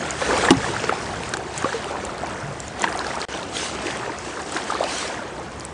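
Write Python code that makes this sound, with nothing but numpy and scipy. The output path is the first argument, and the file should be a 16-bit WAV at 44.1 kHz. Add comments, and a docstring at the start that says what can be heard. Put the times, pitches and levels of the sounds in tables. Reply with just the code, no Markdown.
"""A fast river around a kayak, heard on board: rapids roar behind, water churns and gurgles along the hull.
Smooth rapids, churn and spray are shaped noise; gliding bubble tones make the gurgle and fizz.
Low hull modes hum, drops tick, sheets of spray swish, water slaps and closing air pockets plop.
The paddle knocks the hull once, ringing its modes; much later the level dips briefly."""
import sys
import numpy as np
from scipy import signal
from scipy.fft import rfft, irfft, next_fast_len
from scipy.io import wavfile
from scipy.ndimage import uniform_filter1d, map_coordinates

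SR = 44100
rng = np.random.default_rng(int(sys.argv[2]) if len(sys.argv) > 2 else 0)


def dump_mix(stems):
    """Bounce the given channels to the path in sys.argv[1] as a 16-bit WAV at rate SR."""
    frames = np.atleast_2d(stems).T  # one column per channel
    limited = np.clip(frames, -1, 1)  # hard clip at full scale
    pcm = np.round(limited * 32767).astype(np.int16)
    wavfile.write(sys.argv[1], SR, pcm)


N = 252693


def amp(db):
    """Logarithmic level: decibels to amplitude gain."""
    return 10 ** (np.asarray(db) / 20)


def unit(x):
    """Power normalisation: x scaled to rms 1."""
    return x / np.sqrt(np.mean(x ** 2) + 1e-20)


def wobble(rate):
    """Slow random modulation: a smooth curve through random knots, rate of them a second."""
    knots = rng.standard_normal(int(N * rate / SR) + 4)
    return map_coordinates(knots, [np.arange(N) * rate / SR])


def curves(rows):
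    """Linear interpolation: one value per sample for each column after the time."""
    s, *columns = np.transpose(rows)
    return [np.interp(np.arange(N) / SR, s, column) for column in columns]


def place(s, waves):
    """Superposition: rows of samples added into one track at their times."""
    at = (np.asarray(s)[:, None] * SR).astype(int) + np.arange(waves.shape[1])
    return np.bincount(at.ravel(), waves.ravel(), N + waves.shape[1])[:N]


def coloured(x, spectrum):
    """Spectral shaping: x filtered by (frequency [Hz], gain [dB]) points on a log axis, rms 1."""
    m = next_fast_len(N + 8192)
    hz, db = np.transpose(spectrum)
    log_hz = np.log(np.fft.rfftfreq(m, 1 / SR) + 1)
    gain = amp(np.interp(log_hz, np.log(hz + 1), db))
    return unit(irfft(rfft(x, m) * gain, m)[:N])


def tilted(x, pivot_hz, bright_db):
    """Spectral tilt: the part above the pivot lifted against the part below."""
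    low = signal.sosfiltfilt(signal.butter(1, pivot_hz, fs=SR, output="sos"), x)
    return amp(-bright_db / 2) * low + amp(bright_db / 2) * (x - low)


def rush(patchy_db):
    """Turbulence noise: white noise with patches of random gain, about 350 Hz by 50 ms."""
    z = signal.stft(rng.standard_normal(N + 1024), nperseg=512)[2]
    field = uniform_filter1d(rng.standard_normal(z.shape), size=4, axis=0)  # across frequency
    field = uniform_filter1d(field, size=8, axis=1)  # along time
    patchy = z * amp(patchy_db * unit(field))
    return unit(signal.istft(patchy, nperseg=512)[1][:N])


def rings(s, gain, hz, rise, t60, glide, size):
    """Damped resonance: sines that swell, then die, gliding in pitch while loud; one a row."""
    t = np.arange(size) / SR
    gain, hz, rise, t60, glide = (np.asarray(v)[..., None] for v in (gain, hz, rise, t60, glide))
    pitch = hz * 2 ** (glide * np.minimum(t, rise + t60 / 4))  # glide in octaves/s
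    turns = np.cumsum(pitch, axis=1) / SR
    shape = np.minimum(t / rise, 1) * amp(-60 * np.maximum(t - rise, 0) / t60)
    return place(s, gain * shape * np.sin(2 * np.pi * turns))


def bubbles(count, lo_hz, hi_hz, cycles, spread_db, size):
    """Bubble resonance: random tones in loose clumps, equally strong per Hz; most glide up."""
    when, pitch, big, life, bend = rng.random((count, 5)).T
    hz = lo_hz * (hi_hz / lo_hz) ** pitch
    t60 = cycles * 2 ** (2 * life - 1) / hz
    clump_db = 1.8 * wobble(12)[(when * N).astype(int)]
    size_db = -spread_db * np.log(big + .02)
    gain = amp(clump_db + size_db) * np.sqrt(hz / t60)  # equal power per Hz
    glide = (2 * bend - .6) / t60
    return unit(rings(when * N / SR, gain, hz, 2 / hz, t60, glide, size))


# spectrum of the far rapids: (frequency [Hz], relative level per Hz [dB])
RAPIDS_SPECTRUM = [(30, -34), (70, -3.5), (200, -5), (436, -6.5), (760, -1.5), (1560, -9.5), (2860, -19),
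                   (4340, -29.5), (8000, -35), (10300, -52), (13000, -62)]


def rapids():
    """Broadband turbulence: far rapids blend into a smooth noise of nearly steady level."""
    level_db = -39.5 + 0.29 * wobble(2.5)
    return amp(level_db) * coloured(rush(patchy_db=-1.5), RAPIDS_SPECTRUM)


# spectrum of the water along the hull: (frequency [Hz], relative level per Hz [dB])
CHURN_SPECTRUM = [(110, -45), (180, -1), (374, -2), (623, -4.5), (723, -4), (904, -5.5), (1770, -10.5),
                  (3500, -26), (4550, -58), (7700, -120)]
# water working along the hull: (time [s], level before surge and tilt [dB], treble over bass [dB])
CHURNING = [(0, -28, -7), (.18, -31, 10.5), (.3, -23, 0), (.5, -20, 4.5), (.57, -28, -1), (.92, -27.5, 7.5),
            (1.04, -30, 0.5), (1.34, -31, -1), (1.45, -37.5, -12), (1.66, -30, 11.5), (1.95, -32, -6.5),
            (2.19, -33, -3.5), (2.3, -29.5, 3), (2.5, -33, -1), (2.7, -39, -8.5), (2.85, -27, -1.5),
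            (2.92, -29, 4), (3.16, -30.5, 3), (3.36, -30, 1.5), (3.52, -38, -15.5), (3.87, -28, 5.5),
            (4.19, -33.5, 5), (4.48, -32, 1), (4.56, -29.5, 5), (4.83, -31, -0.5), (5.08, -29.5, 8),
            (5.38, -38, -6.5), (5.73, -37, -3)]


def churn(surge_db):
    """Turbulence with bubble resonance: nearby water is noise carrying gurgling bubbles."""
    gurgle = bubbles(count=2500, lo_hz=300, hi_hz=2800, cycles=34, spread_db=1.8, size=2000)
    water = coloured(rush(patchy_db=0.5) + 0.46 * gurgle, CHURN_SPECTRUM)
    level_db, bright_db = curves(CHURNING)
    return amp(level_db + surge_db) * tilted(water, 850, bright_db)


# spectrum of the spray: (frequency [Hz], relative level per Hz [dB])
SPRAY_SPECTRUM = [(900, -34), (1500, 1.5), (2100, -0.5), (3400, -2), (4400, -3.5), (7000, -5.5),
                  (8500, -7.5), (9600, -12.5), (10300, -26.5), (12000, -41.5)]
# steady spray off the current: (time [s], level before surge, flutter and tilt [dB], treble over bass [dB])
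SPRAYING = [(0, -35.5, -2), (.5, -37, -6), (1, -36.5, 0.5), (1.42, -43, -1), (1.75, -41, -9),
            (2.18, -45, -4), (2.3, -42, 0), (2.55, -47, 6), (2.75, -46, -1), (2.9, -39.5, 8),
            (3.36, -38, -6.5), (3.5, -42.5, -2), (3.8, -39.5, -11), (4.13, -42.5, -3), (4.47, -40, 9),
            (4.8, -38, -12), (5.25, -44.5, -2), (5.73, -48.5, -3.5)]


def spray(surge_db):
    """Superposed droplet tones: a hiss of noise, long-ringing fizz and short spatter."""
    fizz = bubbles(count=5000, lo_hz=2200, hi_hz=10000, cycles=28, spread_db=2.6, size=600)
    spatter = bubbles(count=350, lo_hz=2500, hi_hz=9500, cycles=9, spread_db=2.2, size=300)
    hiss = coloured(rush(patchy_db=3.0) + 0.5 * fizz + 0.33 * spatter, SPRAY_SPECTRUM)
    level_db, bright_db = curves(SPRAYING)
    flutter_db = .6 * wobble(60)
    return amp(level_db + surge_db + flutter_db) * tilted(hiss, 5000, bright_db)


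def water():
    """Common modulation: breaking wavelets lift churn and spray together over the rapids."""
    surge_db = .4 * wobble(22)
    return rapids() + churn(surge_db) + spray(surge_db)


# hull modes shaken by the current: (frequency [Hz], offset of the -10 dB skirts [Hz])
HUM_MODES = [(68, 32), (138, 76)]
# hum of the hull: (time [s], low mode level before sway [dB], upper mode level before sway [dB])
HUMMING = [(0, -45, -39.5), (.38, -35.5, -40.5), (.63, -37.5, -34), (.85, -51, -38), (1.17, -38.5, -37.5),
           (1.5, -45, -47.5), (1.6, -44.5, -40), (1.93, -43, -49), (2.1, -38, -44), (2.5, -45, -41),
           (3, -44, -48.5), (3.32, -47.5, -43.5), (4.2, -48, -46), (4.7, -48.5, -51), (5.15, -45, -47.5),
           (5.73, -42, -43)]
SWAY_DB, SWAY_PER_S = 1, 7  # the hum wavers


def boom():
    """Forced vibration: the current keeps two low hull modes humming unevenly."""
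    total = 0
    for (hz, width), level_db in zip(HUM_MODES, curves(HUMMING)):
        resonance = [(hz / 2, -36), (hz - width, -10), (hz, 0), (hz + width, -10), (hz * 3, -40)]
        mode = coloured(rng.standard_normal(N), resonance)
        total = total + amp(level_db + SWAY_DB * wobble(SWAY_PER_S)) * mode
    return total


# drops striking close by: (time [s], level of the ring [dB], frequency of the ring [Hz])
TICKS = [(0.1075, -10.5, 6900), (.378, -17, 7100), (.4499, -12, 3600), (.57, -20.5, 5500),
         (0.8917, -16.5, 2720), (1.235, -18, 2610), (1.292, -20, 7750), (1.3372, -16.5, 3100),
         (1.3704, -18, 7540), (1.541, -26, 4020), (1.578, -13.5, 6880), (1.583, -17, 8000),
         (1.624, -20, 6500), (1.8432, -18.5, 2960), (2.0515, -16.5, 7400), (2.181, -24.5, 4360),
         (2.27, -24.5, 4560), (2.603, -16, 7550), (2.681, -19, 6670), (2.796, -23, 6290),
         (2.82, -10.5, 7300), (2.8838, -22, 2810), (2.927, -20, 4900), (2.975, -19.5, 6500),
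         (2.9919, -13.5, 4160), (3.0675, -17, 4580), (3.155, -21, 5600), (3.2162, -13.5, 4300),
         (3.374, -20, 3500), (3.43, -21, 3840), (3.569, -11, 3300), (3.869, -12.5, 2570),
         (3.9085, -18, 3500), (3.972, -23, 7850), (4.1866, -21, 6600), (4.419, -23, 7000),
         (4.522, -18, 8100), (4.495, -24, 6800), (4.5463, -21, 6317), (4.6404, -24, 6000),
         (4.68, -27, 8500), (4.712, -22, 7500), (4.745, -21, 4200), (4.985, -18, 7000), (5.0783, -20, 5070),
         (5.598, -22, 7000), (5.608, -23, 4820), (5.651, -16, 8050)]
CRACK_T60_S = 0.013


def ticks():
    """Impact and cavity resonance: a drop gives a broad crack and a brief ring of its tiny cavity."""
    s, db, hz = np.transpose(TICKS)
    t = np.arange(1200) / SR
    noise = np.diff(rng.standard_normal((len(s), len(t) + 1)))  # differencing favours treble
    crack = noise * amp(db[:, None] - 10.0 - 60 * t / CRACK_T60_S)
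    ring = rings(s, amp(db), hz, 1.2 / hz, 0.4 * CRACK_T60_S, 0, size=1200)
    return ring + place(s, crack)


# sheets of spray thrown up; rise and fall are the times for 10 dB:
# (time at full strength [s], level before tilt [dB], rise [s], hold [s], fall [s])
SWISHES = [(0.23, -32, 0.091, 0.16, .1), (0.424, -29, .1, 0.043, 0.033), (.64, -34, 0.095, .05, 0.094),
           (1.25, -40, 0.081, 0.022, 0.12), (1.562, -35.5, .03, .02, 0.069),
           (1.68, -37.5, .08, 0.054, 0.085), (1.906, -41, 0.037, 0.0088, 0.023),
           (1.995, -44.5, 0.048, .05, 0.091), (2.645, -41, 0.1, 0.033, 0.044),
           (2.82, -37, 0.043, .02, 0.031), (3.07, -41, 0.042, .03, .08), (3.561, -28.5, .03, 0.079, 0.081),
           (3.854, -36.5, 0.043, 0.04, 0.16), (4.252, -40, 0.091, 0.036, 0.074),
           (4.547, -35.5, 0.065, .03, 0.07), (4.678, -36.5, 0.032, .03, 0.069),
           (4.91, -29, 0.059, 0.099, 0.11), (5.613, -47.5, 0.039, 0.033, 0.095)]


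def swishes():
    """Incoherent power addition: each sheet swells, holds and dies away in one smooth, dense hiss."""
    s, db, rise, hold, fall = np.transpose(SWISHES)[..., None]
    t = np.arange(N) / SR - s
    before_or_after = np.maximum(-t / rise, (t - hold) / fall)
    below_db = 10 * np.maximum(before_or_after, 0)
    strength = np.linalg.norm(amp(db - below_db), axis=0)  # powers add
    hiss = coloured(rush(patchy_db=2.6), SPRAY_SPECTRUM)
    return strength * tilted(hiss, 4800, bright_db=2.5)


# water slapping the hull: (time [s], level before a 2.5 dB cut [dB], decay time T60 [s], upper band edge [Hz])
SLAPS = [(.2165, -15.5, 0.068, 1490), (0.8404, -18, .02, 2480), (0.895, -16, 0.018, 2500),
         (.924, -29, 0.055, 1500), (1.3378, -10.5, 0.02, 5600), (1.371, -19, .008, 3000),
         (1.643, -19, 0.026, 2500), (2.833, -22, 0.022, 3000), (2.84, -13.5, 0.042, 2870),
         (3.227, -31, 0.018, 4000), (4.569, -20, 0.032, 5000), (4.839, -16, 0.021, 4000)]


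def slaps():
    """Band-limited impact noise: a decaying burst, duller for a broader sheet of water."""
    t = np.arange(2400) / SR
    bursts = []
    for s, db, t60, top_hz in SLAPS:
        band = signal.butter(2, [300, top_hz], "band", fs=SR, output="sos")
        noise = unit(signal.sosfilt(band, rng.standard_normal(len(t))))
        bursts.append(amp(db - 2.5 - 60 * t / t60) * noise)
    return place([row[0] for row in SLAPS], np.array(bursts))


# air pockets closing: (time [s], level [dB], pitch [Hz], decay time T60 [s], glide [octaves/s])
PLOPS = [(.218, -17.5, 586, 0.076, -17), (0.223, -16, 1660, .012, 8), (0.289, -14, 460, 0.036, -21),
         (.304, -14.5, 900, .05, 4), (.3096, -13, 1590, 0.017, -8), (.313, -15.5, 398, 0.042, 32),
         (.33, -18, 543, 0.12, -6.5), (0.3837, -13, 414, .028, 13), (.436, -8.5, 810, 0.0061, -126),
         (0.4524, -14.5, 1710, .012, 37), (0.486, -7.5, 1780, 0.019, -18), (0.563, -17.5, 150, .082, -15),
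         (.622, -24, 1716, 0.027, -4), (.6432, -13, 1600, 0.011, 73), (.765, -11.5, 1670, 0.016, -92),
         (0.8394, -15.5, 466, 0.028, -12), (0.8933, -11.5, 475, 0.026, -51), (.8941, -17, 2330, 0.01, -70),
         (.8938, -8.5, 1400, 0.018, -26), (.9236, -10, 653, 0.023, 59), (1.339, -21, 1690, .04, -53),
         (1.3482, -23, 830, .012, -13), (1.37, -13.5, 1303, 0.0043, -141), (1.642, -10.5, 380, 0.013, -60),
         (1.645, -10, 1170, 0.03, -11), (1.6553, -17, 507, 0.11, 6), (1.69, -22, 1590, 0.046, 8),
         (1.729, -15, 1570, 0.0065, -20), (1.742, -17, 468, 0.14, -2), (2.0934, -21.5, 1360, 0.033, -26),
         (2.2335, -16, 644, 0.04, 28), (2.424, -27, 132.5, .34, 2), (2.48, -31, 143.6, 0.31, -2),
         (2.832, -15, 1860, .014, -1), (2.8415, -8.5, 1027, .027, -24), (2.8426, -9, 1860, 0.0076, -66),
         (2.8755, -14, 1590, 0.031, 20), (2.888, -15.5, 1400, .008, -162), (2.9522, -17.5, 826, 0.05, -26),
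         (3.0035, -17.5, 990, 0.028, 10), (3.046, -17, 1586, .015, 19), (3.06, -28, 870, 0.16, -9),
         (3.1051, -24, 1990, 0.041, -5), (3.141, -25, 946, 0.13, -2.5), (3.1724, -17.5, 720, 0.014, 79),
         (3.2266, -18, 1870, 0.0064, 195), (3.3396, -22, 3020, 0.021, 3), (3.855, -19.5, 357, 0.069, -3),
         (3.8766, -19, 365, 0.038, 3), (3.883, -18, 1770, .008, 94), (3.994, -26, 380, 0.09, -1),
         (4.075, -23.5, 484, 0.076, 11), (4.094, -22, 970, 0.046, -10), (4.1, -24, 345, 0.027, 0),
         (4.27, -22, 340, .034, 5), (4.295, -26, 300, 0.024, 4), (4.5514, -23.5, 391, 0.11, -23.5),
         (4.565, -9, 1550, 0.0041, -20), (4.7015, -12, 1270, 0.034, -10), (4.7216, -12.5, 860, .013, -11),
         (4.751, -14.5, 1020, .025, 60), (4.8057, -10, 451, 0.045, 96.5),
         (4.8298, -10.5, 900, 0.0099, -104), (4.8411, -17.5, 668, 0.07, -23),
         (5.0274, -15.5, 1030, .008, 92), (5.0503, -23, 586, 0.044, -42), (5.0997, -20, 930, 0.012, 21)]
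PLOP_RISE_CYCLES = 1.37  # a pocket swells for this many cycles of its pitch


def plops():
    """Bubble resonance: each trapped pocket of air rings at its own gliding pitch."""
    s, db, hz, t60, glide = np.transpose(PLOPS)
    return rings(s, amp(db), hz, PLOP_RISE_CYCLES / hz, t60, glide, size=9000)


# paddle on hull: (time [s], level [dB])
KNOCK = (.5064, -3)
# hull modes it excites: (frequency [Hz], level relative to the knock [dB], decay time T60 [s])
HULL_MODES = [(269, -0.5, 0.15), (329, 9.5, 0.036), (184, -8.5, 0.14), (839, -2, 0.063),
              (1150, -1.5, 0.045), (2866, 4, 0.019)]


def knock():
    """Impulsive modal excitation: the shaft strikes the plastic hull; a crack, then its modes."""
    s, db = KNOCK
    hz, mode_db, t60 = np.transpose(HULL_MODES)
    t = np.arange(N) / SR - s
    crack = (t > 0) * amp(-3 - 60 * np.abs(t) / 0.035) * rng.standard_normal(N)
    modes = rings(0 * hz + s, amp(mode_db), hz, 0.42 / hz, t60, 0, size=6000)
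    return amp(db) * (crack + modes)


def scene():
    """Linear superposition: every source adds at the single microphone."""
    return (water() + boom() + ticks() + swishes() + slaps() + plops() + knock())[None]


# brief dip in level: (start time [s], end time [s], level [dB])
DIP = (3.2522, 3.285, -28)
TOP_HZ = 10280  # middle of the upper band edge


def record(dry):
    """Band limiting and saturation: bass roll-off, soft clipping, a brief dip, a treble cutoff."""
    x = signal.sosfilt(signal.butter(3, 52, "high", fs=SR, output="sos"), dry)
    x = x / (1 + np.abs(x / .68) ** 6) ** (1 / 6)  # peaks saturate towards 0.68
    start, end, db = DIP
    t = np.arange(N) / SR
    x = x * np.where((t > start) & (t < end), amp(db), 1)
    m = next_fast_len(N + 8192)
    edge = (TOP_HZ - np.fft.rfftfreq(m, 1 / SR)) / 300 + .5  # 300 Hz wide
    keep = np.clip(edge, 0, 1) ** 2
    return irfft(rfft(x, m) * keep, m)[:, :N]


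dry = scene()
out = record(dry)
dump_mix(out)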